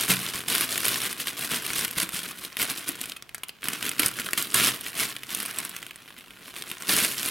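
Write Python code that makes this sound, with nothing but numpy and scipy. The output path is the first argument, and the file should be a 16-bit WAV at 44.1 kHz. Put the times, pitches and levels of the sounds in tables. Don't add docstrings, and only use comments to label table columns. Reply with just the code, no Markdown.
import sys
import numpy as np
from scipy import signal
from scipy.fft import rfft, irfft, next_fast_len
from scipy.io import wavfile
from scipy.ndimage import uniform_filter1d, map_coordinates

SR = 44100
rng = np.random.default_rng(int(sys.argv[2]) if len(sys.argv) > 2 else 0)


def wrap_up_sound(samples):
    columns = np.atleast_2d(samples).T
    tamed = np.clip(columns, -1, 1)
    steps = np.round(tamed * 32767).astype(np.int16)
    wavfile.write(sys.argv[1], SR, steps)


N = 321930

# t/s, panel level/dB, panel f/Hz, crack level/dB
CREASE_SNAPS = [(0.2648, -22, 3210.0, -31), (0.484, -22.5, 3350.0, -22.0), (0.5007, -26, 3440.0, -26),
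                (0.551, -19.5, 2680.0, -16), (0.5814, -22.0, 2480.0, -22), (0.6091, -21.5, 2450.0, -20.0),
                (0.7784, -22.5, 2760.0, -18), (0.8532, -20.0, 2370, -18.5), (0.8822, -19.5, 3340.0, -15.5),
                (0.9583, -20.5, 2542, -27), (1.1285, -27, 2700.0, -26.5), (1.2016, -25.5, 2970.0, -30),
                (1.2718, -21, 2160.0, -27), (1.6646, -24.5, 3990.0, -25.0), (1.7336, -25, 2810.0, -21.0),
                (1.88, -27, 2510.0, -28), (1.9109, -33.0, 2590.0, -25.5), (1.9837, -19, 2800.0, -23.5),
                (2.0315, -23, 2450.0, -23.5), (2.0912, -26.5, 2630.0, -27.5), (2.4496, -27, 3780.0, -30.5),
                (2.5693, -21.5, 3120.0, -26.0), (2.6169, -22, 2668, -21), (2.6303, -27, 3280.0, -32),
                (2.708, -26, 1900.0, -26), (2.8899, -28, 3030, -21.5), (3.0141, -26.5, 3180, -22.5),
                (3.0573, -32, 2970.0, -32), (3.0969, -30.5, 3370.0, -31.5), (3.1199, -27, 3490.0, -36.0),
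                (3.1673, -34.0, 3090.0, -37), (3.2241, -30.5, 3370.0, -36.0), (3.2929, -35, 2338, -46),
                (3.3464, -30.5, 1970.0, -29.0), (3.3812, -34.5, 1630.0, -39), (3.4349, -27.5, 3000.0, -32),
                (3.4846, -42.0, 2460.0, -35.0), (3.4933, -29, 3000, -41), (3.6209, -39.0, 2760.0, -45),
                (3.631, -27, 2010.0, -54), (3.6416, -30, 3530.0, -28.0), (3.6849, -18.5, 2570.0, -19),
                (3.7332, -22.0, 2646, -23), (3.8268, -20.5, 2700, -26), (3.8646, -25, 1980.0, -26.0),
                (3.8927, -25, 2990.0, -21), (3.9153, -23.5, 2410.0, -27.5), (3.9952, -13, 2230, -12.0),
                (4.0331, -16, 2750, -24.0), (4.0613, -24, 3110.0, -12.5), (4.1983, -21.5, 2070, -24.5),
                (4.288, -26.5, 1610.0, -38), (4.3095, -34, 2020.0, -33), (4.3329, -13.5, 2420, -19),
                (4.4248, -33, 2290.0, -20), (4.5438, -15.5, 2160, -13.5), (4.5988, -12.0, 2130.0, -17),
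                (4.8106, -34, 3370.0, -28), (4.865, -25, 2550.0, -35), (4.9981, -22, 2620.0, -22),
                (5.1651, -25.5, 2950, -33.5), (5.2339, -29.5, 2720, -34), (5.3486, -29, 3710.0, -19),
                (5.4024, -22.5, 2200.0, -24.5), (5.4606, -32, 2750.0, -24), (5.5109, -33, 2530.0, -30),
                (5.5863, -26.0, 3220.0, -21), (5.6507, -29.5, 1790.0, -26), (5.6941, -39, 2740.0, -29.5),
                (5.7648, -31, 2470.0, -29), (5.8282, -26.5, 2200, -33), (5.8656, -34, 3060.0, -31.5),
                (5.9095, -31.5, 2424, -46), (5.9588, -37, 2010.0, -37.5), (6.1874, -36, 2320.0, -42.0),
                (6.2091, -37, 3090.0, -49), (6.3071, -37.0, 2760.0, -45.0), (6.5638, -30, 2700.0, -36),
                (6.6227, -27.5, 3050.0, -31.5), (6.7149, -25.5, 2830, -29.5), (6.8225, -31.5, 1600.0, -29),
                (7.0426, -24, 3770.0, -26)]
# t/s, level/dB, f/Hz
PARCEL_THUMPS = [(0.094, -20.5, 183), (0.35, -31, 125), (0.477, -34, 210), (1.521, -30, 170.1),
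                 (1.788, -31, 160.9), (1.97, -26, 165), (2.03, -31, 170), (2.14, -29.5, 166.9),
                 (2.616, -31, 245), (2.712, -30.5, 283), (2.891, -24, 286), (3.013, -35, 254),
                 (3.685, -26.5, 287), (3.996, -18, 290), (4.059, -26, 205), (4.195, -25, 250),
                 (4.377, -29, 203), (4.556, -31, 165), (6.182, -41, 238), (6.713, -39, 206),
                 (6.943, -35, 270), (7.024, -22, 233)]
# f/Hz, level/dB
PANEL_COLOUR = [(400, -41.5), (650, -3), (850, -12), (1050, -2.5), (1280, -5.5), (1450, -3.5), (1900, -2),
                (3100, 0), (4200, -3.5), (5500, -9), (7000, -13), (10000, -43.5)]
# f/Hz, level/dB
CREASE_COLOUR = [(3000, -31), (5000, -5), (7000, -5.5), (8700, 0.5), (10600, 1), (13600, -3),
                 (16000, -13.5)]
# f/Hz, level/dB
SKIN_COLOUR = [(30, -43), (60, -17.5), (100, -12.5), (125, -2), (150, -10), (185, -2), (300, -2),
               (450, -5.5), (600, -15), (900, -17.5)]
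# f/Hz, level/dB
QUIET_COLOUR = [(20, -29), (36, -12), (49, 11), (62, -6), (125, 3.5), (300, -3.5), (700, -7.5), (3000, -12),
                (16000, -25)]
# f/Hz, t60/s
ROOM_DECAY = [(120, 0.53), (400, 0.41), (2500, 0.42), (8000, 0.32), (16000, 0.49)]
# t/s, tension/0-1
FILM_TENSION = [(3.5, 0.4), (3.98, 0.8), (4.55, 1), (4.75, 0.5), (5.1, 0.36), (6.0, 0.4), (7.0, 0.5)]
# f/Hz, level/dB
TAUT_COLOUR = [(400, -5.5), (650, -3.5), (850, -9), (1080, -2), (1450, 4.5), (1750, -2), (2200, -1.5),
               (4000, 0.5)]
# f/Hz, level/dB
WIDTH_COLOUR = [(100, 3), (300, 1.5), (700, -0.5), (1200, -1.5), (4800, 2), (6400, -4.5), (7700, -26),
                (9500, -0.5), (12500, 1.5), (16000, 7)]
# f/Hz, t60/s, level when the parcel lands/dB
LOW_RESONANCES = [(126, 0.65, -37), (184, 0.45, -26)]
# t/s, start level/dB, t60/s
CREASE_RUNS = [(0.481, -27, .08), (1.2701, -30, 0.06), (2.5975, -26, .045), (3.164, -38, 0.044),
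               (3.346, -32.5, 0.04), (3.434, -33.5, 0.041), (3.483, -44, 0.03), (3.492, -36, 0.035),
               (3.998, -19, 0.041), (4.376, -20.5, 0.087), (4.543, -19, 0.074), (5.163, -47, 0.023),
               (5.233, -36, 0.021), (5.4522, -29, .03), (6.179, -46, 0.061), (6.8901, -29, 0.045)]
# f/Hz, level/dB
WALL_COLOUR = [(100, 0), (600, 0), (1300, 6), (2500, 3.5), (5000, -0.5), (10000, -10), (16000, -3.5)]
# f/Hz, level/dB
GENTLE_COLOUR = [(500, -8), (800, 3.5), (1200, 2.5), (3200, -2), (4300, -5), (7000, -16)]
# start t/s, length/s, crinkle level/dB, swell or fade over its length/dB,
# treble against crinkle/dB
HAND_MOVES = [(0.0, 0.048, -29.0, -3.0, 0.0), (0.103, 0.008, -20.0, 0.0, 0),
              (0.13, 0.177, -36.0, 1.0, -1.5), (0.347, 0.061, -31.5, -7.0, -2.5),
              (0.497, 0.145, -28.5, -1.0, -0.5), (0.714, 0.127, -33.0, -3.0, 0.0),
              (0.854, 0.121, -29.5, -4.0, -0.5), (0.969, 0.096, -38.5, 7.0, -2),
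              (1.099, 0.023, -39.0, 2.0, -0.5), (1.202, 0.008, -31.0, -1.0, 1.5),
              (1.277, 0.014, -31.0, 0.0, -1.5), (1.383, 0.068, -36.5, 4.0, 0),
              (1.514, 0.055, -29.0, -2.0, -1), (1.655, 0.091, -35.0, -4.0, -1),
              (1.76, 0.087, -31.5, 1.0, 0.5), (1.98, 0.053, -30.5, -1.0, -1), (2.14, 0.049, -33.5, 1.0, 0),
              (2.233, 0.083, -38.0, -3.0, -2.5), (2.376, 0.08, -44.5, 5.0, -1),
              (2.603, 0.028, -30.5, 2.0, 0), (2.69, 0.024, -35.0, 2.0, -2),
              (2.779, 0.009, -37.5, -3.0, 4.5), (2.881, 0.012, -33.0, 0.0, -1),
              (3.011, 0.103, -47.5, -1.0, 0.5), (3.655, 0.101, -35.5, -4.0, -4),
              (3.831, 0.049, -35.5, 3.0, -4), (4.005, 0.063, -29.5, 1.0, -2.0),
              (4.175, 0.034, -40.5, 6.0, -1.5), (4.249, 0.016, -36.0, -4.0, -1.5),
              (4.386, 0.078, -31.0, -9.0, 0.5), (4.56, 0.123, -25.0, 0.0, -0.5),
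              (4.695, 0.058, -40.0, 2.0, 1), (4.829, 0.066, -43.5, 4.0, -0.5),
              (4.965, 0.075, -34.5, 7.0, -0.5), (5.064, 0.057, -39.5, -1.0, 0.5),
              (5.29, 0.145, -36.0, -3.0, -1), (5.453, 0.061, -44.0, 3.0, -4),
              (5.567, 0.091, -40.0, -3.0, -3.5), (5.759, 0.124, -47.0, -13.0, 0.5),
              (6.056, 0.045, -54.5, 5.0, -6.5), (6.457, 0.049, -44.5, -4.0, -2.0),
              (6.568, 0.05, -40.5, -2.0, -1.5), (6.663, 0.069, -45.0, 5.0, -2.5),
              (6.809, 0.0643, -41.0, -5.0, -4), (6.894, 0.157, -25.5, -1.0, 0.0),
              (7.04, 0.101, -36.0, 0.0, 2.5), (7.172, 0.109, -36.5, 6.0, 1.0)]
# t/s, crinkle level/dB
HOLDING_GRIP = [(0.0, -40.0), (0.46, -46.0), (0.7, -38.0), (1.16, -45.0), (1.62, -40.0), (2.08, -46.0),
                (2.54, -50.0), (2.7, -40.0), (3.1, -47.0), (3.2, -62.0), (3.6, -62.0), (3.7, -42.0),
                (4.8, -44.0), (5.22, -48.0), (5.6, -41.0), (6.0, -54.0), (6.4, -51.0), (7.3, -46.0)]

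TOP_HZ = 16100
GRAB_DB_PER_S, RELAX_DB_PER_S = 630, 450
FULL_TREBLE_DB, DULLING = -34.5, 0.46
TICKS_PER_S, TICKS_GROW = 15, .03
TICK_DB, TICK_CRACK_DB, TICK_FOLLOWS, TICK_SCATTER_DB = -32, -32, .75, 3
TICK_HZ, TICK_OCTAVES = 2720, 0.43
THUMP_T60_S = 0.049
FLUTTER_DB, FLUTTER_FOLLOWS, TAUT_FLUTTER_DB = -47, 0.91, 2.5


def crinkle(level, treble, rate=2300, rate_per_db=0.05, spread_db=6.6, spread_per_db=-0.0958,
            own_db=3, dull_db=-10, gentle_db=-4, rub_share=.65):
    effort = level - np.mean(level)
    at = np.flatnonzero(rng.random(N) < rate * np.exp(rate_per_db * effort) / SR)
    shared, mid, high = rng.standard_normal((len(at), 3)).T
    size_db = (spread_db + spread_per_db * effort[at]) * shared
    panels = pops(at / SR, amp(size_db + own_db * mid), life_s=.0003, even_s=0.022)
    creases = pops(at / SR, amp(size_db + own_db * high), life_s=0.00012, even_s=0.032)
    skin = pops(at / SR, amp(4.7 * shared), life_s=0.0004, even_s=0.018)

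    softness = np.clip(treble / dull_db, 0, 1)
    rub = np.clip(rub_share * softness ** 2, 0, 1)
    creases = np.sqrt(1 - rub) * creases + np.sqrt(rub) * rng.standard_normal(N)
    gentle_panels = amp(gentle_db) * coloured(panels, GENTLE_COLOUR)
    panels = (1 - softness) * panels + softness * gentle_panels

    body = amp(level) * coloured(panels, PANEL_COLOUR)
    edge = amp(level + treble) * coloured(creases, CREASE_COLOUR)
    flutter_db = FLUTTER_DB + FLUTTER_FOLLOWS * effort + TAUT_FLUTTER_DB * tension()
    return body + edge, amp(flutter_db) * coloured(skin, SKIN_COLOUR)


def handling(unsteady_db=1.0, unsteady_rate=45):
    t = seconds(N)[::32]
    start, length, db, swell_db, treble_db = np.transpose(HAND_MOVES)[:, :, None]
    held = db + swell_db * np.clip((t - start) / length, 0, 1)
    build = GRAB_DB_PER_S * np.maximum(start - t, 0)
    settle = RELAX_DB_PER_S * np.maximum(t - start - length, 0)
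    moves = held - build - settle
    grip = np.interp(t, *np.transpose(HOLDING_GRIP))
    bright_grip = grip + DULLING * np.minimum(grip - FULL_TREBLE_DB, 0)
    level = power_sum(t, np.vstack([moves, grip]))
    high = power_sum(t, np.vstack([moves + treble_db, bright_grip]))
    return level + unsteady_db * wobble(unsteady_rate), high - level


def tension():
    return np.clip(np.interp(seconds(N), *np.transpose(FILM_TENSION)), 0, 1)


def stretched(x):
    taut = tension()
    return (1 - taut) * x + taut * coloured(x, TAUT_COLOUR)


def snaps(rows, cycles=0.85, ring_db=17, rattle_db=12, crack_db=19.5, push_db=4.0):
    s, db, hz, sharp_db = np.transpose(rows)
    turns = hz[:, None] * seconds(192)
    swing = unit_energy(np.sin(2 * np.pi * turns) * turns * np.exp(-2 * turns / cycles))
    size = amp(db)[:, None]
    sharp = amp(sharp_db)[:, None]
    ring = placed(s, size * swing * rng.choice([-1, 1], (len(s), 1)))
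    rattle = coloured(placed(s, size * bursts(len(s), life_s=0.0013)), PANEL_COLOUR)
    crack = coloured(placed(s, sharp * bursts(len(s), life_s=0.00072)), CREASE_COLOUR)
    push = coloured(placed(s, size), SKIN_COLOUR)
    return amp(ring_db) * ring + amp(rattle_db) * rattle + amp(crack_db) * crack, amp(push_db) * push


def further_snaps(level, treble):
    effort = level - np.mean(level)
    at = np.flatnonzero(rng.random(N) < TICKS_PER_S * np.exp(TICKS_GROW * effort) / SR)
    panel, pitch, crack = rng.standard_normal((len(at), 3)).T
    push = TICK_FOLLOWS * effort[at]
    panel_db = TICK_DB + push + TICK_SCATTER_DB * panel
    hz = TICK_HZ * 2 ** (TICK_OCTAVES * pitch)
    crack_db = TICK_CRACK_DB + push + treble[at] + TICK_SCATTER_DB * crack
    return np.column_stack([at / SR, panel_db, hz, crack_db])


def runs(rate=3500, crease_db=-1):
    s, db, t60 = np.transpose(CREASE_RUNS)
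    level = placed(s, amp(db[:, None] - 60 * seconds(SR // 6) / t60[:, None]))
    times = np.flatnonzero(rng.random(N) < rate / SR) / SR
    volley = pops(times, amp(0.98 * rng.standard_normal(len(times))), life_s=0.00051, even_s=0.0046)
    return level * (coloured(volley, PANEL_COLOUR) + amp(crease_db) * coloured(volley, CREASE_COLOUR))


def film_ring(x, t60, count=700):
    t = seconds(SR // 25)
    fade = amp(-60 * t / t60) * (1 - np.exp(-t / 0.0016))
    return shifting(x, unit_energy(rng.standard_normal((count, len(t))) * fade))


def thumps(rise_s=0.0015, gain_db=-1, push_db=-13, push_s=0.00079, push_db_per_octave=-11, table_hz=183):
    s, db, hz = np.transpose(PARCEL_THUMPS)
    t = seconds(SR // 4)
    fade = amp(-60 * t / THUMP_T60_S) * (1 - np.exp(-t / rise_s))
    note = fade * np.sin(2 * np.pi * hz[:, None] * t)
    u = t / push_s
    weight = amp(push_db + push_db_per_octave * np.log2(hz / table_hz))[:, None]
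    push = weight * 2 * u * (2 - u) * np.exp(-u)
    return placed(s, amp(db + gain_db)[:, None] * (note + push))


def landing_boom():
    t = seconds(SR)
    ring = sum(amp(db - 60 * t / t60) * np.sin(2 * np.pi * hz * t) for hz, t60, db in LOW_RESONANCES)
    return placed(np.array([PARCEL_THUMPS[0][0]]), (ring * (1 - np.exp(-t / 0.013)))[None])


def table_echo(x, delay_s=.0021, count=700):
    lag = np.clip(delay_s * np.exp(.18 * rng.standard_normal(count)) * SR, 1, 255).astype(int)
    return shifting(x, np.eye(256)[lag])


def table_hum(x):
    t = seconds(SR // 2)
    ring = sum(amp(-60 * t / t60) * np.cos(2 * np.pi * hz * t) / t60 for hz, t60, db in LOW_RESONANCES)
    return signal.fftconvolve(x, ring * 2 * np.log(1000) / SR)[:N]


def room(x, count=14):
    hz, t, z = signal.stft(rng.standard_normal((count, SR // 2)), SR, nperseg=256)
    fade_db = along(WALL_COLOUR, hz)[:, None] - 60 * t / along(ROOM_DECAY, hz)[:, None]
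    fade = amp(fade_db) * (1 - np.exp(-t / 0.0044))
    return shifting(x, unit_energy(signal.istft(z * fade, SR, nperseg=256)[1]))


def quiet_room():
    return np.array([coloured(rng.standard_normal(N), QUIET_COLOUR) for _ in range(2)])


def amp(db):
    return 10 ** (np.asarray(db) / 20)


def unit_energy(x):
    return x / (np.linalg.norm(x, axis=-1, keepdims=True) + 1e-12)


def along(points, hz):
    f, v = np.transpose(points)
    return np.interp(np.log(hz + 1), np.log(f + 1), v)


def seconds(size):
    return np.arange(size) / SR


def power_sum(t, rows_db):
    return np.interp(seconds(N), t, 10 * np.log10(np.sum(amp(rows_db) ** 2, axis=0)))


def wobble(rate):
    return map_coordinates(rng.standard_normal(int(N * rate / SR) + 4), [np.arange(N) * rate / SR])


def placed(starts, rows):
    at = np.maximum(np.round(starts * SR).astype(int), 0)[:, None] + np.arange(rows.shape[1])
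    return np.bincount(at.ravel(), rows.ravel(), N)[:N]


def coloured(x, spectrum, size=4096):
    cepstrum = irfft(np.log(amp(along(spectrum, np.fft.rfftfreq(size, 1 / SR)))))
    fold = 1 + np.sign(size // 2 - np.arange(size))
    fold[0] = 1
    response = unit_energy(irfft(np.exp(rfft(cepstrum * fold))))
    return signal.oaconvolve(x, response)[:N]


def bursts(count, life_s, size=160):
    u = seconds(size) / life_s
    return unit_energy(rng.standard_normal((count, size)) * (1 + 2 * u) * np.exp(-2 * u))


def pops(times, sizes, life_s, even_s):
    stream = placed(times, sizes[:, None] * bursts(len(times), life_s))
    width = max(int(even_s * SR), 2)
    power = uniform_filter1d(uniform_filter1d(stream ** 2, width), width)
    return stream / np.sqrt(np.abs(power) + np.mean(stream ** 2) * 1e-4)


def shifting(x, responses):
    count = len(responses)
    hop = N // count + 1
    blocks = np.pad(x, (0, count * hop - N)).reshape(count, hop)
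    return placed(np.arange(count) * hop / SR, signal.fftconvolve(blocks, responses, axes=1))


def scene():
    level, treble = handling()
    film, flutter = crinkle(level, treble)
    cracks, pushes = snaps(np.vstack([CREASE_SNAPS, further_snaps(level, treble)]))
    pop = stretched(film + cracks + runs())
    high = amp(-1.5) * (pop + amp(-10) * table_echo(pop) + amp(-7.5) * film_ring(pop, t60=0.023))
    low = flutter + pushes + thumps()

    mid = high + low + landing_boom() + amp(-9.5) * table_hum(low)
    mid = mid + amp(-18.0) * room(high) + amp(-10.5) * room(low)
    side = amp(-12.5) * film_ring(high, t60=0.0087)
    side = side + amp(-22.0) * room(high) + amp(-16.0) * room(low)
    quiet = quiet_room()
    mid = mid + amp(-60.0) * quiet[0]
    side = amp(1.5) * coloured(side, WIDTH_COLOUR) + amp(-65.0) * quiet[1]

    right_db = np.interp(seconds(N), [2.5, 4], [.13, .52])
    stereo = np.array([mid + side, mid - side]) * amp([-right_db, right_db])
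    return stereo + amp(-20.0) * np.array([low, -low])


def record(dry):
    rounded = dry / (1 + (dry / .75) ** 4) ** (1 / 4)
    size = next_fast_len(N + SR // 4)
    hz = np.fft.rfftfreq(size, 1 / SR)
    return irfft(rfft(rounded, size) / np.sqrt(1 + (hz / TOP_HZ) ** 200), size)[:, :N]


dry = scene()
out = record(dry)
wrap_up_sound(out)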